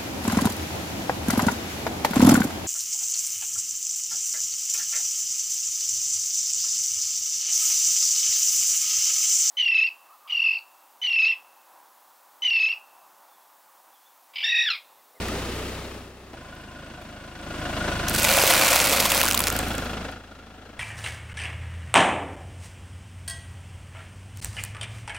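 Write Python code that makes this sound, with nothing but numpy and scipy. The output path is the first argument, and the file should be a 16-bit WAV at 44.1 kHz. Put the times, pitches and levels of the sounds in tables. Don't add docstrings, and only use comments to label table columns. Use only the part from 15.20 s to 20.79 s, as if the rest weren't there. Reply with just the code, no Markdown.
import sys
import numpy as np
from scipy import signal
from scipy.fft import rfft, irfft
from scipy.io import wavfile
from scipy.ndimage import uniform_filter1d

SR = 44100
rng = np.random.default_rng(int(sys.argv[2]) if len(sys.argv) > 2 else 0)


def makeup_ratio(level_db):
    decades = np.asarray(level_db, float) / 20
    return 10 ** decades


def digitize_waveform(pressure):
    field = np.atleast_2d(pressure).T
    bounded = np.clip(field, -1, 1)
    quanta = np.round(bounded * 32767).astype(np.int16)
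    wavfile.write(sys.argv[1], SR, quanta)


N = 246519

# frequency in Hz, likeness 0-1.
NEAR_LIKENESS = [(60, 1), (180, 1.0), (550, 1), (1650, 0.99), (4970, 0.85), (15000, 0.99)]
# time in seconds, crunch level in dB.
TYRE_WEIGHT = [
    (2.882, -36),
    (2.92, -38),
    (2.95, -30.5),
    (3.1, -23),
    (3.48, -23),
    (4.05, -29),
    (4.14, -35.5),
    (4.36, -39.5),
    (4.75, -51),
]


def evened(x):
    return x / np.sqrt(np.mean(x ** 2) + 1e-20)


def read(points, hz):
    f, value = np.transpose(points)
    return np.interp(np.log(hz + 1), np.log(f + 1), value)


def below(x, hz, order=2):
    return signal.lfilter(*signal.butter(order, hz, fs=SR), x)


def resonate(x, hz, width):
    return signal.lfilter(*signal.iirpeak(min(hz, .45 * SR), hz / width, SR), x)


def colour(x, points):
    level_db = np.maximum(read(points, np.fft.rfftfreq(4096, 1 / SR)), -100)
    cepstrum = irfft(np.log(makeup_ratio(level_db)))
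    cepstrum[1:2048] *= 2
    cepstrum[2049:] = 0
    response = irfft(np.exp(rfft(cepstrum)))[None, :2048]
    return signal.oaconvolve(x, response, axes=1)[:, :x.shape[1]]


def pair(count, likeness, lead_s=0):
    hz = np.fft.rfftfreq(count, 1 / SR)
    same = np.clip(read(likeness, hz), 0, 1)
    a, b = rfft(rng.standard_normal((2, count)))
    mid = a * np.sqrt((1 + same) / 2)
    side = b * np.sqrt((1 - same) / 2)
    delay = np.exp(-2j * np.pi * hz * lead_s)
    return irfft([mid + side, (mid - side) * delay], count)


def add(mix, s, sound):
    part = mix[:, round(s * SR):][:, :sound.shape[1]]
    part += sound[:, :part.shape[1]]


def exhaust(turns, orders, spread, even_lead):
    thump = 0
    for k, db in orders:
        phase = 2 * np.pi * k * turns + spread * k ** 2 + even_lead * (1 - k % 2)
        thump = thump + makeup_ratio(db) * np.cos(phase)
    return evened(thump)


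def engine_noise(turns, clatter, bay, lead, depth, ring_db, tick_db):
    # frequency in Hz, likeness 0-1.
    wide_likeness = [(60, 1.0), (180, 1), (550, 0.92), (1650, 0.8), (4970, 0.39), (15000, 0.65)]
    left_lead_s = 4e-5
    cycle, part = np.divmod(turns + lead, 1)
    chance = rng.standard_normal((len(bay) + 1, 99))[:, cycle.astype(int)]
    burst = np.minimum(part / 0.082, 1) * np.exp(-(part / .5) ** 2)

    throb = 1 - depth + depth * burst * makeup_ratio(2.5 * chance[0])
    throb = throb / throb.mean()
    noise = evened(colour(pair(len(turns), wide_likeness, left_lead_s), clatter))
    low, middle = below(noise, 440), below(noise, 9600)
    smooth = noise - middle + low
    noise = (middle - low) * throb + smooth * throb ** .35

    rattle = pair(len(turns), wide_likeness, left_lead_s)
    rings = 0
    for (hz, width, db), luck in zip(bay, chance[1:]):
        blow = rattle * (0.05 + burst * makeup_ratio(0.66 * luck))
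        rings = rings + makeup_ratio(db) * evened(resonate(resonate(blow, hz, width), hz, 1.26 * width))

    tick = rattle * np.exp(-((turns % 1 - .33) / .12) ** 2)
    for _ in range(2):
        tick = resonate(tick, 8350, 350)
    return noise + makeup_ratio(ring_db) * rings + makeup_ratio(tick_db) * evened(tick)


def engine_stretch(fader, blend, idle, orders, clatter, bay, stroke):
    s, fader_db = np.transpose(fader)
    t = np.arange(round(s[0] * SR), min(round(s[-1] * SR), N)) / SR
    thump_above_db, shade_db, shade_per_db, tick_db = blend
    first, spread, even_lead, lead, depth, ring_db, fade_s = stroke
    clatter_db = np.interp(t, s, fader_db)
    duck_db = -3 * np.interp(t, (3.0, 3.3, 3.9, 4.3), [0, 1, 1, 0])
    turns = np.cumsum(np.interp(t, *np.transpose(idle))) / SR + first

    thump = exhaust(turns, orders, spread, even_lead)
    noise = engine_noise(turns, clatter, bay, lead, depth, ring_db, tick_db)
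    low = below(noise, 1504, order=1)
    shade_db = shade_db + shade_per_db * (clatter_db - fader_db.max())
    noise = low + makeup_ratio(np.minimum(shade_db, 3)) * (noise - low)

    fade_out = (3.55 - t) / .1 if t[-1] < 4 else 1
    ends = np.clip(np.minimum((t - t[0]) / fade_s, fade_out), 0, 1)
    thump_db = clatter_db + thump_above_db + duck_db
    return t[0], (makeup_ratio(thump_db) * thump + makeup_ratio(clatter_db + 4.0) * noise) * ends


def engine():
    # time in seconds, level in dB.
    faders = [
        [(0.0, -35.5), (0.47, -38), (0.77, -44.5), (0.93, -51), (1.134, -51)],
        [(1.13, -49), (2.14, -48), (2.38, -39.5), (2.68, -34.5), (2.95, -34), (3.25, -37.5), (3.55, -39.5)],
        [(3.45, -39), (4.2, -38), (4.4, -35), (4.86, -42), (5.03, -52.5), (5.59, -53.5)],
    ]
    # thump above clatter in dB, treble shade in dB, extra shade in dB per dB of fade,
    # injector tick in dB.
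    blends = [
        (0, -1, 0.22, -45),
        (-0.1, 0.17, 0.08, -22.5),
        (1.5, 1, 0.08, -30),
    ]
    # time in seconds, firings per second in Hz.
    idles = [
        [(0, 29.9), (.3, 29.8), (.5, 30.9), (1.13, 31)],
        [(1.134, 25.4), (1.35, 26.55), (2.75, 26.55), (3, 26.34)],
        [(3.45, 26.32)],
    ]
    # multiple of the firing rate, level in dB.
    exhausts = [
        [(1, 0.5), (2, 6), (3, 4), (4, -23), (5, -3), (6, -18), (7, -3.5), (8, -3)],
        [(1, -0.5), (2, 2.5), (3, 3.5), (4, -1.5), (5, -4), (6, -4), (7, -9), (8, -3)],
        [(1, -2.5), (2, 3), (3, 3.5), (4, -2.5), (5, -15.5), (6, -13), (7, -8), (8, -6.5), (9, -15), (10, -10),
         (11, -17), (12, -20.5)],
    ]
    # frequency in Hz, level in dB per Hz.
    clatters = [
        [(60, -31), (100, -13), (120, -11.5), (370, -6), (850, -14.5), (1400, -16), (3500, -19), (6000, -25),
         (11000, -28.5), (15600, -32)],
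        [(59, -49), (100, -6), (341, -3), (421, -13), (615, -4.5), (827, -14.5), (1000, -10), (1320, -13.5),
         (1460, -9), (1890, -15), (2940, -16.5), (15600, -35.5)],
        [(59, -42.5), (100, -6), (253, 1), (387, -6.5), (590, -5.5), (1140, -11), (1400, -5.5), (1630, -12),
         (2880, -14.5), (6290, -23.5), (15600, -35.5)],
    ]
    # frequency in Hz, width in Hz, level in dB.
    bays = [
        [(394, 36, -3), (1256, 50, 0.5), (1810, 100, -6), (2610, 200, -0.5)],
        [(713, 62, -5.5), (1026, 12, -9), (1454, 81, -0.5), (2580, 78, -14), (2844, 72, -10.5), (3420, 58, -14),
         (8200, 63, -29)],
        [(501, 154, -3.5), (737, 38, -4.5), (1410, 92, -1), (1654, 100, -6), (2770, 330, -8), (3350, 110, -8.5),
         (4070, 70, -16)],
    ]
    # first firing in turns, pipe smear in rad, lead of even harmonics in rad,
    # clatter lead in turns, throb depth 0-1, ringing in dB, fade-in in seconds.
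    strokes = [
        (.88, -0.037, 1.3, 0.64, 0.28, -18.5, 0.00077),
        (0.698, -0.204, .05, 0.36, 0.47, -7, 0.0024),
        (.78, -0.045, 1.2, 0.53, 0.51, -8, 0.043),
    ]
    sound = np.zeros((2, N))
    for stretch in zip(faders, blends, idles, exhausts, clatters, bays, strokes):
        add(sound, *engine_stretch(*stretch))
    return sound


def snap(s, peak_db, hz, knock_db, knock_hz):
    u = np.arange(800) / SR
    shape = makeup_ratio(-60 * u / .0013) + makeup_ratio(-17 - 60 * u / .014)
    tick = pair(len(u), NEAR_LIKENESS) * shape * np.minimum(u / 0.0003, 1)
    tick = tick - below(tick, 2600)
    tick = tick + 1.3 * resonate(tick, hz, .4 * hz)
    knock = resonate(rng.standard_normal(len(u)) * makeup_ratio(-60 * u / 0.0049), knock_hz, 240)
    knock = resonate(knock, knock_hz, 570)
    knock = makeup_ratio(knock_db - 7.0) * knock / abs(knock).max()
    return s, makeup_ratio(peak_db + .7) * (tick / abs(tick.mean(0)).max() + knock)


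def grit():
    # start in seconds, peak in dB, ring in Hz, knock above the peak in dB, knock in Hz.
    grains = [(0.084, -24.5, 2200, 3, 1900), (1.135, -51, 3000, 22, 220), (4.535, -30, 6500, -20, 900),
              (4.552, -23, 9000, -23, 900), (1.139, -49, 3200, 20, 800), (1.146, -49, 3140, 20, 760),
              (4.237, -16, 7000, -16, 900), (4.326, -16, 12000, -19, 900), (1.352, -44, 11900, -24, 900),
              (1.414, -47, 12000, -20, 900), (1.817, -43, 10900, -20, 900), (1.822, -41, 8000, -20, 900),
              (1.843, -48, 11000, -20, 900), (4.85, -46, 9000, -20, 900), (4.916, -39, 10000, -20, 900)]
    return grains


def clear_snaps():
    # start in seconds, peak in dB, ring in Hz, knock above the peak in dB, knock in Hz.
    folding = [(2.8829, -12, 5860, -16, 1600), (2.8857, -9, 5330, -21, 1500),
               (2.8964, -10, 11700, -27, 650), (2.9463, -14, 14900, -20, 1460),
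               (2.9492, -9, 7900, -18, 1420), (2.9617, -12, 4500, -16, 560), (2.9834, -11, 5500, -13, 820),
               (2.9871, -11, 9700, -22, 690), (2.9924, -13, 7000, -10, 730), (2.9985, -9, 14400, -18, 1030),
               (3.0236, -14, 7400, -6, 600), (3.0315, -6, 9200, -21, 696), (3.0437, -7, 7600, -17, 1120)]
    loaded = [(3.1144, -14, 2240, -3, 619), (3.1354, -15, 2480, -18, 778), (3.1764, -13.5, 2250, 6.5, 650),
              (3.2184, -9, 4460, -3, 1070), (3.2374, -9, 2070, 5, 537), (3.2757, -5, 2460, -12, 570),
              (3.3147, -8, 2410, -13, 1460), (3.4879, -3, 2030, -17, 1540), (3.5074, -24, 2640, -18, 1410),
              (3.5662, -3, 2500, -26, 1490), (3.6013, -5, 2760, -24, 522), (3.6724, -8, 2490, -19, 754),
              (3.6964, -12, 4720, -28, 560), (3.7309, -11, 2510, -6, 574), (3.8025, -3.5, 4240, -7, 514),
              (3.8568, -5.5, 3800, -6, 1080), (3.9184, -4.5, 2520, -6.5, 972),
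              (3.9522, -12, 2400, -14, 1040), (3.9747, -22, 2030, -18, 544),
              (4.0144, -5.5, 2770, -10, 1410)]
    released = [(4.036, -9, 9000, 0, 1030), (4.0548, -14, 2200, 3, 990), (4.0631, -8, 6800, -6, 1420),
                (4.08, -8, 6300, -11, 1550), (4.0854, -7, 6500, -5, 1420), (4.1044, -11, 8300, -14, 1460),
                (4.1116, -6.5, 2500, -11, 1640), (4.1231, -6, 2700, -20, 1640),
                (4.1324, -10, 8300, -17, 1460), (4.1444, -7, 3700, -5, 1030), (4.1481, -7, 8600, -14, 1080),
                (4.1759, -5, 4100, -19, 650), (4.1919, -6, 10600, -13, 1030),
                (4.2042, -6, 12300, -10, 1030), (4.2184, -14, 12700, -14, 600),
                (4.2392, -6, 7900, -21, 1380), (4.2704, -6, 6100, -8, 1420), (4.2772, -10, 2400, -13, 1160),
                (4.2825, -8, 6500, -11, 1420), (4.3016, -10, 7400, -4, 1340), (4.3649, -11, 9000, -9, 690),
                (4.3898, -10, 9600, -13, 1420), (4.4841, -22, 12300, -9, 650),
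                (4.5818, -20, 9000, -4, 1420)]
    return [*folding, *loaded, *released]


def crackle(density):
    count = len(density)
    size = makeup_ratio(3.2 * np.minimum(rng.exponential(1, count), 4))
    size *= rng.random(count) < density / SR
    size /= np.sqrt(density)
    kind = rng.integers(0, 30, count)
    out = np.zeros((2, count))
    u = np.arange(300) / SR
    for k, hz in enumerate(np.linspace(500, 15000, 30)):
        tick = pair(len(u), NEAR_LIKENESS) * makeup_ratio(-60 * u / rng.uniform(.0005, .0022))
        tick = 1.4 * evened(tick) + evened(resonate(tick, hz, 300 + 0.1 * hz))
        out += signal.oaconvolve((size * (kind == k))[None], tick, axes=1)[:, :count]
    return evened(out)


def clumping(count, span):
    return evened(uniform_filter1d(uniform_filter1d(rng.standard_normal(count), span), span))


def crunch():
    # frequency in Hz, level in dB per Hz.
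    foil_spectrum = [(180, -13.5), (300, -9.5), (454, -23.5), (526, -1.5), (836, -7.5), (1490, -7.5),
                     (1760, -9.5), (2450, -1.5), (3140, -5.5), (15600, -14.5)]
    # frequency in Hz, width in Hz, level in dB.
    hollows = [(549, 17, -2), (730, 99, -31), (1540, 640, -20), (2300, 1500, -5)]
    s, weight_db = np.transpose(TYRE_WEIGHT)
    t = np.arange(round(s[0] * SR), round(s[-1] * SR)) / SR
    level_db = np.interp(t, s, weight_db)
    density = 10 ** np.maximum(3.75 - 0.05 * (level_db - weight_db.max()), 2.9)
    clumps_db = 2.0 * clumping(len(t), 80)
    clumps_db += 1.2 * clumping(len(t), round(.009 * SR))

    out = crackle(density) + makeup_ratio(-10) * pair(len(t), NEAR_LIKENESS)
    out = out * makeup_ratio(clumps_db)
    foil = evened(colour(out, foil_spectrum))
    hollow = sum(makeup_ratio(db) * evened(resonate(out, hz, width)) for hz, width, db in hollows)
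    low = below(foil + makeup_ratio(-20) * hollow, 3040)
    crumble_db = np.interp(t - s[0], [0, 0.17], [-7, 2.5])
    crushed = foil - below(foil, 3540) + makeup_ratio(crumble_db) * low
    return t[0], makeup_ratio(level_db + 2.5) * crushed * signal.windows.tukey(len(t), .01)


def swarm():
    start_s, end_s, count = 3.06, 4.1, 70
    place, ring, knock, a, b = rng.random((count, 5)).T
    place = 3 * place - 1
    s = start_s + (end_s - start_s) * (np.arange(count) + place) / count
    peak_db = -9.5 + 0.5 * np.sqrt(12) * (a - .5)
    weight_db = np.interp(s, *np.transpose(TYRE_WEIGHT)) + 25
    knock_db = -19 + weight_db + 3.5 * np.sqrt(12) * (b - .5) - peak_db
    ring_hz = 2200 * (15700 / 2200) ** ring
    knock_hz = 517 * (1900 / 517) ** (knock ** 1.45)
    return zip(s, peak_db, ring_hz, knock_db, knock_hz)


def scene():
    # time in seconds, left above right in dB.
    sides = [(0.0, 1), (0.54, 2), (0.98, 2.5), (1.26, 1), (2.75, 1.5), (3.08, -1.0), (4.25, -0.5),
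             (4.53, 1), (5.59, 3)]
    mix = engine()
    add(mix, *crunch())
    pan_db = np.interp(np.arange(N) / SR, *np.transpose(sides))
    mix *= makeup_ratio([pan_db / 2, -pan_db / 2])
    for row in [*grit(), *clear_snaps(), *swarm()]:
        add(mix, *snap(*row))
    return mix


def top_cut(x):
    return signal.sosfilt(signal.butter(12, 17010, fs=SR, output="sos"), x)


def record(dry):
    hiss = makeup_ratio(-69 - 11) * np.diff(rng.standard_normal((2, N + 2)), 2)
    side_bass = below(dry - dry[::-1], 250, order=1) / 2
    limited = 0.95 * np.tanh((dry - side_bass + hiss) / 0.81)
    low_pass = signal.firwin(401, 15950, window=("kaiser", 9), fs=SR)
    band = signal.oaconvolve(limited, low_pass[None], "same")
    return top_cut(band)


dry = scene()
out = record(dry)
digitize_waveform(out)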